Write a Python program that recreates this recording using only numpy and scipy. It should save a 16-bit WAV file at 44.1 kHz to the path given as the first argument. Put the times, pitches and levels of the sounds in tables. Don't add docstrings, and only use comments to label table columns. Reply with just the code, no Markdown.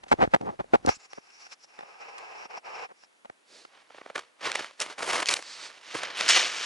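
import sys
import numpy as np
from scipy import signal
from scipy.fft import rfft, irfft
from scipy.io import wavfile
from scipy.ndimage import uniform_filter1d

SR = 44100
rng = np.random.default_rng(int(sys.argv[2]) if len(sys.argv) > 2 else 0)


def digitize_waveform(pressure):
    field = np.atleast_2d(pressure).T
    bounded = np.clip(field, -1, 1)
    quanta = np.round(bounded * 32767).astype(np.int16)
    wavfile.write(sys.argv[1], SR, quanta)


N = 293265
TIME_S = np.arange(N) / SR
FREQS_HZ = np.maximum(np.fft.rfftfreq(N, 1 / SR), 1)

# f/Hz, level/dB
FOREST_SPECTRUM = [(24, -62), (40, -40.5), (262, -3), (356, -2.5), (640, -2.5), (829, -1), (1130, -3),
                   (2560, -7), (4100, -10), (11000, -14), (14300, -56.5), (22000, -120)]
FOREST_DB = -68.5
# f/Hz, level/dB
CASE_SIDE = [(60, -9), (190, 0), (600, 7.5), (1100, 4.5), (2000, 3), (3600, -0.5), (6500, -5), (11000, -8)]
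AIR_SIDE = [(60, -2.5), (400, 1.5), (1100, 0), (2200, 5), (3600, -1.5), (5500, -10), (11000, -3)]
SKI_SIDE = [(60, -12), (300, -11), (700, -6.5), (1200, -6), (3600, -13.5), (6500, -16.5), (11000, -12.5)]
# t/s, left minus right/dB
SKI_PAN = [(3.6, -3), (4.2, -1.6), (4.7, -1.3), (5.2, -0.6), (5.7, -3), (6.3, -0.12)]
TOP_HZ = 11100

# middle t/s, length/s, level/dB, tilt/(dB per octave)
BUMPS = [(0.039, 0.012, -47.5, 7), (0.067, 0.014, -54, 3), (0.1, 0.047, -53.5, 12), (0.124, .022, -19.5, 3),
         (0.139, 0.0059, -25, -10), (.2, 0.038, -34.5, -3), (0.23, 0.059, -23.5, 0.5),
         (.276, 0.0035, -28, -11), (.322, .03, -56, 10), (0.345, .022, -19.5, 1), (0.36, 0.0089, -30, .5),
         (.414, 0.0062, -43, 6), (0.429, 0.054, -39.5, -13), (0.482, 0.074, -37, -3.5),
         (0.533, 0.044, -52, -7), (0.604, 0.029, -34, -0.5), (0.644, 0.0049, -47.5, -4),
         (0.737, 0.0061, -22, -4), (0.747, .03, -20, 0), (0.852, .011, -31.5, -10),
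         (0.863, 0.0044, -30, 18), (0.882, 0.033, -23.5, -3), (0.891, 0.0038, -21, 6.5),
         (1.134, 0.0045, -41, 9), (1.181, 0.017, -45, -2), (1.468, 0.0053, -50, 6), (1.523, .012, -51.5, 9),
         (1.647, .008, -59.5, 4), (1.791, 0.012, -44.5, 4.5), (1.809, 0.0051, -43.5, 4),
         (1.833, 0.013, -47.5, 2), (2.184, 0.012, -47.5, 12.5), (2.457, .017, -49, 2),
         (2.908, 0.039, -54.5, 2), (3.037, 0.0056, -54.5, 6.5), (3.254, 0.016, -49, 3),
         (3.3, 0.0059, -42, 3), (3.653, .006, -46.5, 7)]
# f/Hz, level/dB
CASE_SPECTRUM = [(18, -38), (30, -14.5), (75, -4.5), (216, -2), (454, -1.5), (709, -2.5), (782, 1.5),
                 (953, -5.5), (1310, -8.5), (2320, -17), (2760, -22), (4990, -32.5), (5650, -34.5),
                 (11000, -49), (14300, -71.5), (22000, -120)]
# start t/s, end t/s, level/dB, swell over stroke/dB, pressure/(0-1), fibre hiss f/Hz
DRAGS = [(0.9, 0.939, -45.5, -15.5, 0.44, 5700), (.944, 0.964, -61.5, -2.5, 0, 7504),
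         (1.005, 1.055, -60.5, 5.5, 0.35, 7000), (1.11, 1.19, -62, 1, 0.36, 5627),
         (1.227, 1.304, -65.5, 6, 0.41, 5567), (1.328, 1.471, -62.5, 9.5, .28, 5550),
         (1.496, 1.529, -59, 13.5, 0.24, 5550), (1.61, 1.643, -68, 9, 0.1, 5550),
         (1.69, 1.781, -65, 2, 0.58, 5500), (1.787, 1.996, -60.5, -2, 0.75, 5440),
         (2.014, 2.458, -53, 1.5, 0.77, 5460), (2.512, 2.578, -51, 6, 0.82, 5400),
         (2.662, 2.851, -49, 5, 0.83, 5390), (2.97, 3.046, -72, 7, 0.28, 5387)]
# f/Hz, level/dB
RUB_SPECTRUM = [(47, -63), (80, -30), (268, -24), (456, -4), (614, -8), (775, 0.5), (1170, -6),
                (1270, -3.5), (1380, -13), (1610, -9), (1800, -15.5), (2640, -9.5), (3390, -27.5),
                (4200, -26.5), (5460, -31), (9240, -120)]
# f/Hz, level/dB
FIBRE_SPECTRUM = [(2000, -22.5), (4300, -4.5), (5350, 5.5), (6300, -7.5), (7200, -5), (8200, -14.5),
                  (11000, -23.5)]
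DRAG_ATTACK_S, DRAG_RELEASE_S = 0.011, 0.006
HOLLOW_DB, FIBRE_DB = (-10, 7), (11, -12)
WOOL_FLUTTER_DB = 1.5
GRIP_REST_DB, GRIP_RUB_DB = -66.5, -30
GRIP_TIGHTEN_S, GRIP_RELAX_S = 0.007, 0.01

# middle t/s, length/s, hiss level/dB, hollow body level/dB
SWISHES = [(3.572, 0.32, -54, -59), (5.514, 0.38, -44.5, -64), (5.647, 0.16, -43.5, -61.5)]
# start t/s, build-up/s, time to ease by 20 dB/s, crust level/dB, weight/(0-1), powder re crust/dB
PUSHES = [(3.672, 0.1, .27, -60, 0.73, -15), (3.89, 0.068, 0.38, -56.5, 0.7, -14),
          (4.03, 0.061, 0.27, -57.5, 0.9, -13), (4.146, .015, 0.08, -43, .8, -8),
          (4.407, 0.066, 0.11, -33.5, 0.78, -12.5), (4.501, 0.1, .12, -38, 0.57, -8),
          (4.795, 0.024, 0.05, -31, 0.66, -3), (4.848, 0.054, 0.07, -41.5, 0.74, -8.5),
          (4.982, 0.14, 0.12, -34, 0.9, -5.5), (5.124, 0.078, 0.0633, -33, 0.85, -6.5),
          (5.278, 0.034, 0.1, -33, 0.74, -0.5), (5.42, 0.24, 0.4232, -48.5, 0.59, -9),
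          (5.828, .13, 0.54, -42.5, .45, -8), (5.938, 0.0085, 0.24, -38.5, 0.73, -1),
          (5.981, .06, .5, -39, 0.68, -20), (6.146, 0.079, 0.6, -30.5, 0.52, -8.5),
          (6.279, 0.019, 0.1642, -20.5, .12, 0), (6.337, 0.026, 0.1849, -22.5, 0.31, -5.5),
          (6.43, 0.22, 8, -35.5, 0.36, -3)]
BITE_DB, BITE_S = -14, 0.0029
STIR_DB, STIR_S, SETTLE_S = -21.5, 0.015, 0.03
# f/Hz, level/dB
SNOW_SPECTRUM = [(40, -64), (80, -24.5), (146, -20.5), (250, -15), (309, -10.5), (556, -3.5), (849, -5),
                 (1150, -2), (1270, -2), (2330, -1), (2560, -3.5), (2950, -3.5), (3480, -6.5),
                 (6410, -10.5), (11000, -22.5), (14300, -73), (22000, -120)]
# f/Hz, level/dB
GLIDE_SPECTRUM = [(1200, -5), (2000, -4), (3000, 1), (5500, 1.5)]
PACKING_DB = (-19.5, 3.5)
SNOW_LOW_HZ = 55.4
AVALANCHE_SHARE = 0.69
LURCH_DB, LURCH_PER_S = 1.3, 70

# middle t/s, length/s, level/dB, tilt/(dB per octave)
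CRUNCHES = [(4.159, .016, -28.5, -4), (4.181, 0.0086, -31.5, -2.5), (4.194, 0.011, -36, -2.5),
            (4.212, .012, -50, -2), (4.517, .005, -24.5, 1), (4.555, 0.013, -23.5, -0.5),
            (4.595, .008, -28.5, -2), (4.608, .0036, -31, -5), (4.645, 0.0037, -30.5, -1),
            (4.71, 0.0015, -42.5, -3.5), (4.803, .005, -25, 12), (4.814, 0.0044, -25.5, 6.5),
            (4.821, 0.0055, -26, 8.5), (4.863, .004, -34, -3), (4.983, 0.0066, -35.5, -2.5),
            (5.008, 0.0069, -34, -5), (5.031, 0.0025, -23, -4.5), (5.058, 0.0059, -46, 7),
            (5.105, 0.029, -27.5, 0), (5.132, 0.0086, -27, 1), (5.227, 0.016, -25, -1.5),
            (5.311, 0.0018, -18.5, 6), (5.394, 0.011, -37, -5.5), (5.426, 0.0045, -36.5, 2),
            (5.953, 0.015, -28, -6.5), (6.036, 0.016, -30.5, -1), (6.21, 0.0038, -19.5, 0.5),
            (6.281, 0.0035, -23, 4.5), (6.29, 0.0022, -12, 9), (6.298, 0.006, -17.5, 3),
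            (6.31, 0.0045, -26, 1), (6.357, 0.0016, -23, 12), (6.362, 0.0019, -29, 0),
            (6.365, 0.0023, -19.5, 0), (6.373, 0.0092, -19.5, .5), (6.378, 0.0024, -26, -0.5),
            (6.4, 0.0027, -24, -1), (6.43, 0.0054, -27.5, -2.5)]
CREAKS_S = [3.905, 3.947, 3.985, 4.016, 4.063, 4.103]
CREAK_LENGTH_S, CREAK_FIRST_DB, CREAK_RISE_DB_PER_S, CREAK_TILT_DB_PER_OCT = 0.008, -47, 55, -8.5
# middle t/s, length/s, level/dB, pitch f/Hz
SQUEAKS = [(5.259, 0.0031, -23.5, 3160), (5.273, 0.022, -30.5, 2500), (5.29, 0.012, -18.5, 2240),
           (5.304, 0.006, -26.5, 2450), (5.323, 0.037, -29.5, 2350), (5.340, 0.0042, -17, 3800),
           (5.367, 0.012, -29.5, 2360)]
# start t/s, end t/s, slip rate/(1/s), level/dB
JUDDER = (6.168, 6.206, 225, -26)
# middle t/s, length/s, level/dB
SCRAPE = (6.345, 0.16, -26)
# f/Hz, width/Hz, level/dB
SKI_MODES = [(1957, 70, -4), (2272, 80, -3), (2805, 80, -5), (2917, 70, 0), (3025, 70, -3), (3635, 80, -5),
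             (4226, 80, -4), (5410, 90, -7)]


def amp(db):
    return 10 ** (np.asarray(db) / 20)


def gains(points, freqs_hz=FREQS_HZ):
    hz, db = np.transpose(points)
    return amp(np.interp(np.log(freqs_hz), np.log(hz), db))


def causal(gain):
    cepstrum = irfft(np.log(np.abs(gain) + 1e-7))
    half = len(cepstrum) // 2
    cepstrum[1:half] *= 2
    cepstrum[half + 1:] = 0
    return np.exp(rfft(cepstrum))


def colour(x, gain):
    y = irfft(rfft(x) * causal(gain), N)
    return y / y.std()


def walk(rate_per_s):
    hold = max(int(SR / rate_per_s), 1)
    steps = np.repeat(rng.standard_normal(N // hold + 1), hold)
    return 1.4 * uniform_filter1d(steps, hold)[:N]


def grains(rate_per_s, spread_db, size=N):
    hits = rng.random(size) < rate_per_s / SR
    return hits * rng.standard_normal(size) * amp(spread_db * rng.standard_normal(size))


def burst(middle_s, length_s, db, rate_per_s, response, size=8192):
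    t_s = (np.arange(size) - size // 2) / SR
    swell = np.cos(np.pi * np.clip(t_s / length_s, -0.5, 0.5))
    slips = grains(rate_per_s, 2.13, size=size) + 0.05 * rng.standard_normal(size)
    freqs_hz = np.maximum(np.fft.rfftfreq(size, 1 / SR), 1)
    y = irfft(rfft(slips * swell) * causal(response(freqs_hz)))
    y *= amp(db) * np.sqrt(np.sum(swell ** 2) / np.sum(y ** 2))
    out = np.zeros(N + 2 * size)
    start = int(middle_s * SR) + size // 2
    out[start:start + size] = y
    return out[size:-size]


def tilted(tone, tilt_db_per_oct, knee_hz):
    def response(f_hz):
        octaves = np.log2(np.hypot(1, np.minimum(f_hz, 6000) / knee_hz))
        return tone(f_hz) * amp(tilt_db_per_oct * octaves)
    return response


def between(ends, share):
    return ends[0] + (ends[1] - ends[0]) * np.clip(share, 0, 1)


def blend(envelopes, values):
    power = envelopes ** 2 + 1e-18
    return values @ power / power.sum(axis=0)


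def ports(x, side, lead=1, other=None):
    source = x if other is None else other
    difference = irfft(rfft(source) * 1j * lead * gains(side), N)
    return np.array([x + difference, x - difference])


def forest():
    hiss = colour(rng.standard_normal(N), gains(FOREST_SPECTRUM))
    return hiss * amp(FOREST_DB + 0.2 * walk(5.5))


def bumps():
    def shell(db):
        low_hz = np.interp(db, [-52, -34], [300, 22])
        return lambda f_hz: gains(CASE_SPECTRUM, f_hz) / np.sqrt(1 + (low_hz / f_hz) ** 4)
    return sum(burst(middle_s, length_s, db, 2500, tilted(shell(db), tilt, 550))
               for middle_s, length_s, db, tilt in BUMPS)


def grip():
    def touch(start_s, end_s):
        away = np.maximum((start_s - TIME_S) / GRIP_TIGHTEN_S, (TIME_S - end_s) / GRIP_RELAX_S)
        return np.exp(-np.clip(away, 0, 20))
    rub = sum(amp(db + GRIP_RUB_DB) * touch(middle_s - length_s / 2, middle_s + length_s / 2)
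              for middle_s, length_s, db, _ in BUMPS)
    rest = amp(GRIP_REST_DB) * (TIME_S < DRAGS[0][0])
    skin = colour(grains(6000, 4.2), gains([(100, 6), (900, 4), (3000, -10), (6000, -11.5), (11000, -28)]))
    return skin * (rub + rest) * amp(2.64 * walk(40))


def drag(start_s, end_s, db, swell_db):
    before = np.maximum(start_s - TIME_S, 0) / DRAG_ATTACK_S
    after = np.maximum(TIME_S - end_s, 0) / DRAG_RELEASE_S
    level_db = db + swell_db * np.interp(TIME_S, [start_s, end_s], [-0.5, 0.5])
    return amp(level_db) / np.cosh(np.minimum(before + after, 20))


def fibres(pitch_hz):
    width_hz, skirt_db = 420, -2
    band = colour(rng.standard_normal(N), 1 / (1 + (FREQS_HZ / width_hz) ** 2))
    carrier = np.sqrt(2) * np.cos(2 * np.pi * np.cumsum(pitch_hz) / SR)
    spits = amp(3.1 * walk(30) - 4.5)
    skirt = amp(skirt_db) * colour(grains(13000, 1.5), gains(FIBRE_SPECTRUM))
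    return band * carrier * spits + skirt


def glove():
    strokes = np.array([drag(*row[:4]) for row in DRAGS])
    pressure, pitch_hz = blend(strokes, np.transpose(DRAGS)[4:])
    low_power = 1 / (1 + (FREQS_HZ / 1400) ** 8)
    rub_gain = gains(RUB_SPECTRUM)
    hollow = colour(grains(14000, 0.55), rub_gain * np.sqrt(low_power)) * amp(between(HOLLOW_DB, pressure))
    rasp = colour(grains(18000, 0.95), rub_gain * np.sqrt(1 - low_power))
    hiss = fibres(pitch_hz) * amp(between(FIBRE_DB, pressure))
    level = np.linalg.norm(strokes, axis=0) * amp(WOOL_FLUTTER_DB * walk(60))
    return level * (hollow + rasp + hiss) + grip()


def swishes():
    hiss_points = [(500, -28), (1200, -6), (3300, -6), (4600, 0), (6000, -7), (8000, -11.5), (11000, -30)]
    body_points = [(60, -40), (200, -10.5), (450, -2), (620, -3), (900, -12), (3000, -23)]
    hiss = colour(rng.standard_normal(N), gains(hiss_points))
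    body = colour(rng.standard_normal(N), gains(body_points))
    out = np.zeros(N)
    for middle_s, length_s, hiss_db, body_db in SWISHES:
        swell = np.cos(np.pi * np.clip((TIME_S - middle_s) / length_s, -0.5, 0.5)) ** 2.66
        out += swell * (amp(hiss_db) * hiss + amp(body_db) * body)
    return out


def snow_tone(f_hz):
    low_hz = 75
    return gains(SNOW_SPECTRUM, f_hz) / np.sqrt(1 + (low_hz / f_hz) ** 8)


def push(start_s, build_s, ease_s, db):
    t_s = TIME_S - start_s
    build_db = BITE_DB * (1 - np.clip(t_s / build_s, 0, 1)) ** 2
    ease_db = -20 * np.clip((t_s - build_s) / ease_s, 0, 10)
    stir = amp(STIR_DB) * np.exp(-np.minimum(np.maximum(-t_s / STIR_S, t_s / SETTLE_S), 20))
    return amp(db) * (stir + np.clip(t_s / BITE_S, 0, 1) * amp(build_db + ease_db))


def snow():
    pushes = np.array([push(*row[:4]) for row in PUSHES])
    weight, powder_db = blend(pushes, np.transpose(PUSHES)[4:])
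    weight = np.clip(weight, 0, 1)

    fall_s = 0.0037
    avalanches = signal.lfilter([1], [1, -np.exp(-1 / (fall_s * SR))], np.abs(grains(300, 1.8)))
    breaking = np.sqrt(between((1, avalanches / avalanches.mean()), AVALANCHE_SHARE * weight))

    coarse = 1 / (1 + (FREQS_HZ / 1200) ** 6)
    fine = 1 / (1 + (5500 / FREQS_HZ) ** 8)
    tone = snow_tone(FREQS_HZ)
    packing = colour(grains(4000, 2.8), tone * np.sqrt(coarse)) * amp(between(PACKING_DB, weight))

    shards = grains(10000, 2.4)
    crust_tone = tone * np.sqrt((1 - coarse) * (1 - fine))
    gliding = colour(shards, crust_tone * gains(GLIDE_SPECTRUM))
    loaded = colour(shards, crust_tone)
    crust = between((gliding, loaded), weight)

    dust, muffle_hz = grains(20000, 4.7), 8000
    dust_tone = tone * np.sqrt(fine)
    bare = colour(dust, dust_tone * gains([(5500, -1), (11000, 3.5)]))
    buried = colour(dust, dust_tone / np.sqrt(1 + (FREQS_HZ / muffle_hz) ** 8))
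    powder = between((buried, bare), weight) * amp(powder_db)

    lurch = amp(LURCH_DB * weight * walk(LURCH_PER_S))
    crunch = np.linalg.norm(pushes, axis=0) * lurch * breaking * (packing + crust + powder)
    return signal.sosfilt(signal.butter(4, SNOW_LOW_HZ, "high", fs=SR, output="sos"), crunch)


def crunches():
    snaps_per_s = 3200

    def slab(db):
        low_hz = np.interp(db, [-42, -28], [330, 60])
        return lambda f_hz: snow_tone(f_hz) / np.sqrt(1 + (low_hz / f_hz) ** 4)
    creaks = [(t_s, CREAK_LENGTH_S, CREAK_FIRST_DB + CREAK_RISE_DB_PER_S * (t_s - CREAKS_S[0]), CREAK_TILT_DB_PER_OCT)
              for t_s in CREAKS_S]
    return sum(burst(middle_s, length_s, db, snaps_per_s, tilted(slab(db), tilt, 360))
               for middle_s, length_s, db, tilt in creaks + CRUNCHES)


def squeaks():
    q, octave_db, spray_db = 10, -8, -13.5
    spray_points = [(100, -32), (500, -5.5), (1400, -2.5), (2300, 4), (6500, 3), (11000, -17.5)]

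    def peak(f_hz, centre_hz):
        return 1 / np.hypot(1, q * (f_hz / centre_hz - centre_hz / f_hz))

    def ring(hz):
        def response(f_hz):
            tone = peak(f_hz, hz) + amp(octave_db) * peak(f_hz, 2 * hz)
            return np.hypot(tone, amp(spray_db) * gains(spray_points, f_hz))
        return response
    return sum(burst(middle_s, length_s, db, 6000, ring(hz)) for middle_s, length_s, db, hz in SQUEAKS)


def judder():
    start_s, end_s, rate_per_s, db = JUDDER
    times_s = start_s + np.cumsum(1 + 0.06 * rng.standard_normal(32)) / rate_per_s
    tick_points = [(300, -23.5), (1500, -8.5), (3200, 6), (5000, -7.5), (11000, -20)]
    tick = lambda f_hz: gains(tick_points, f_hz)
    return sum(burst(t_s, 0.001, db, 12000, tick) for t_s in times_s[times_s < end_s])


def scrape():
    middle_s, length_s, db = SCRAPE

    def modes(f_hz):
        power = sum(amp(2 * mode_db) / (1 + (2 * (f_hz - hz) / width_hz) ** 2) ** 2
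                    for hz, width_hz, mode_db in SKI_MODES)
        return np.sqrt(power)
    return burst(middle_s, length_s, db, 3000, modes, size=16384)


def scene():
    air = ports(forest(), AIR_SIDE, other=forest())
    case = ports(bumps(), CASE_SIDE, lead=-1.26) + ports(glove(), AIR_SIDE, other=glove())
    skis = ports(snow() + crunches() + squeaks() + scrape() + judder() + swishes(), SKI_SIDE)
    spread_db = -17.5
    spread = amp(spread_db) * snow() * np.array([[1], [-1]])
    pan_db = np.interp(TIME_S, *np.transpose(SKI_PAN))
    pan = amp(np.array([pan_db, -pan_db]) / 2)
    return air + case + (skis + spread) * pan


def record(dry):
    return signal.sosfilt(signal.ellip(10, 0.2, 70, TOP_HZ, fs=SR, output="sos"), dry)


dry = scene()
out = record(dry)
digitize_waveform(out)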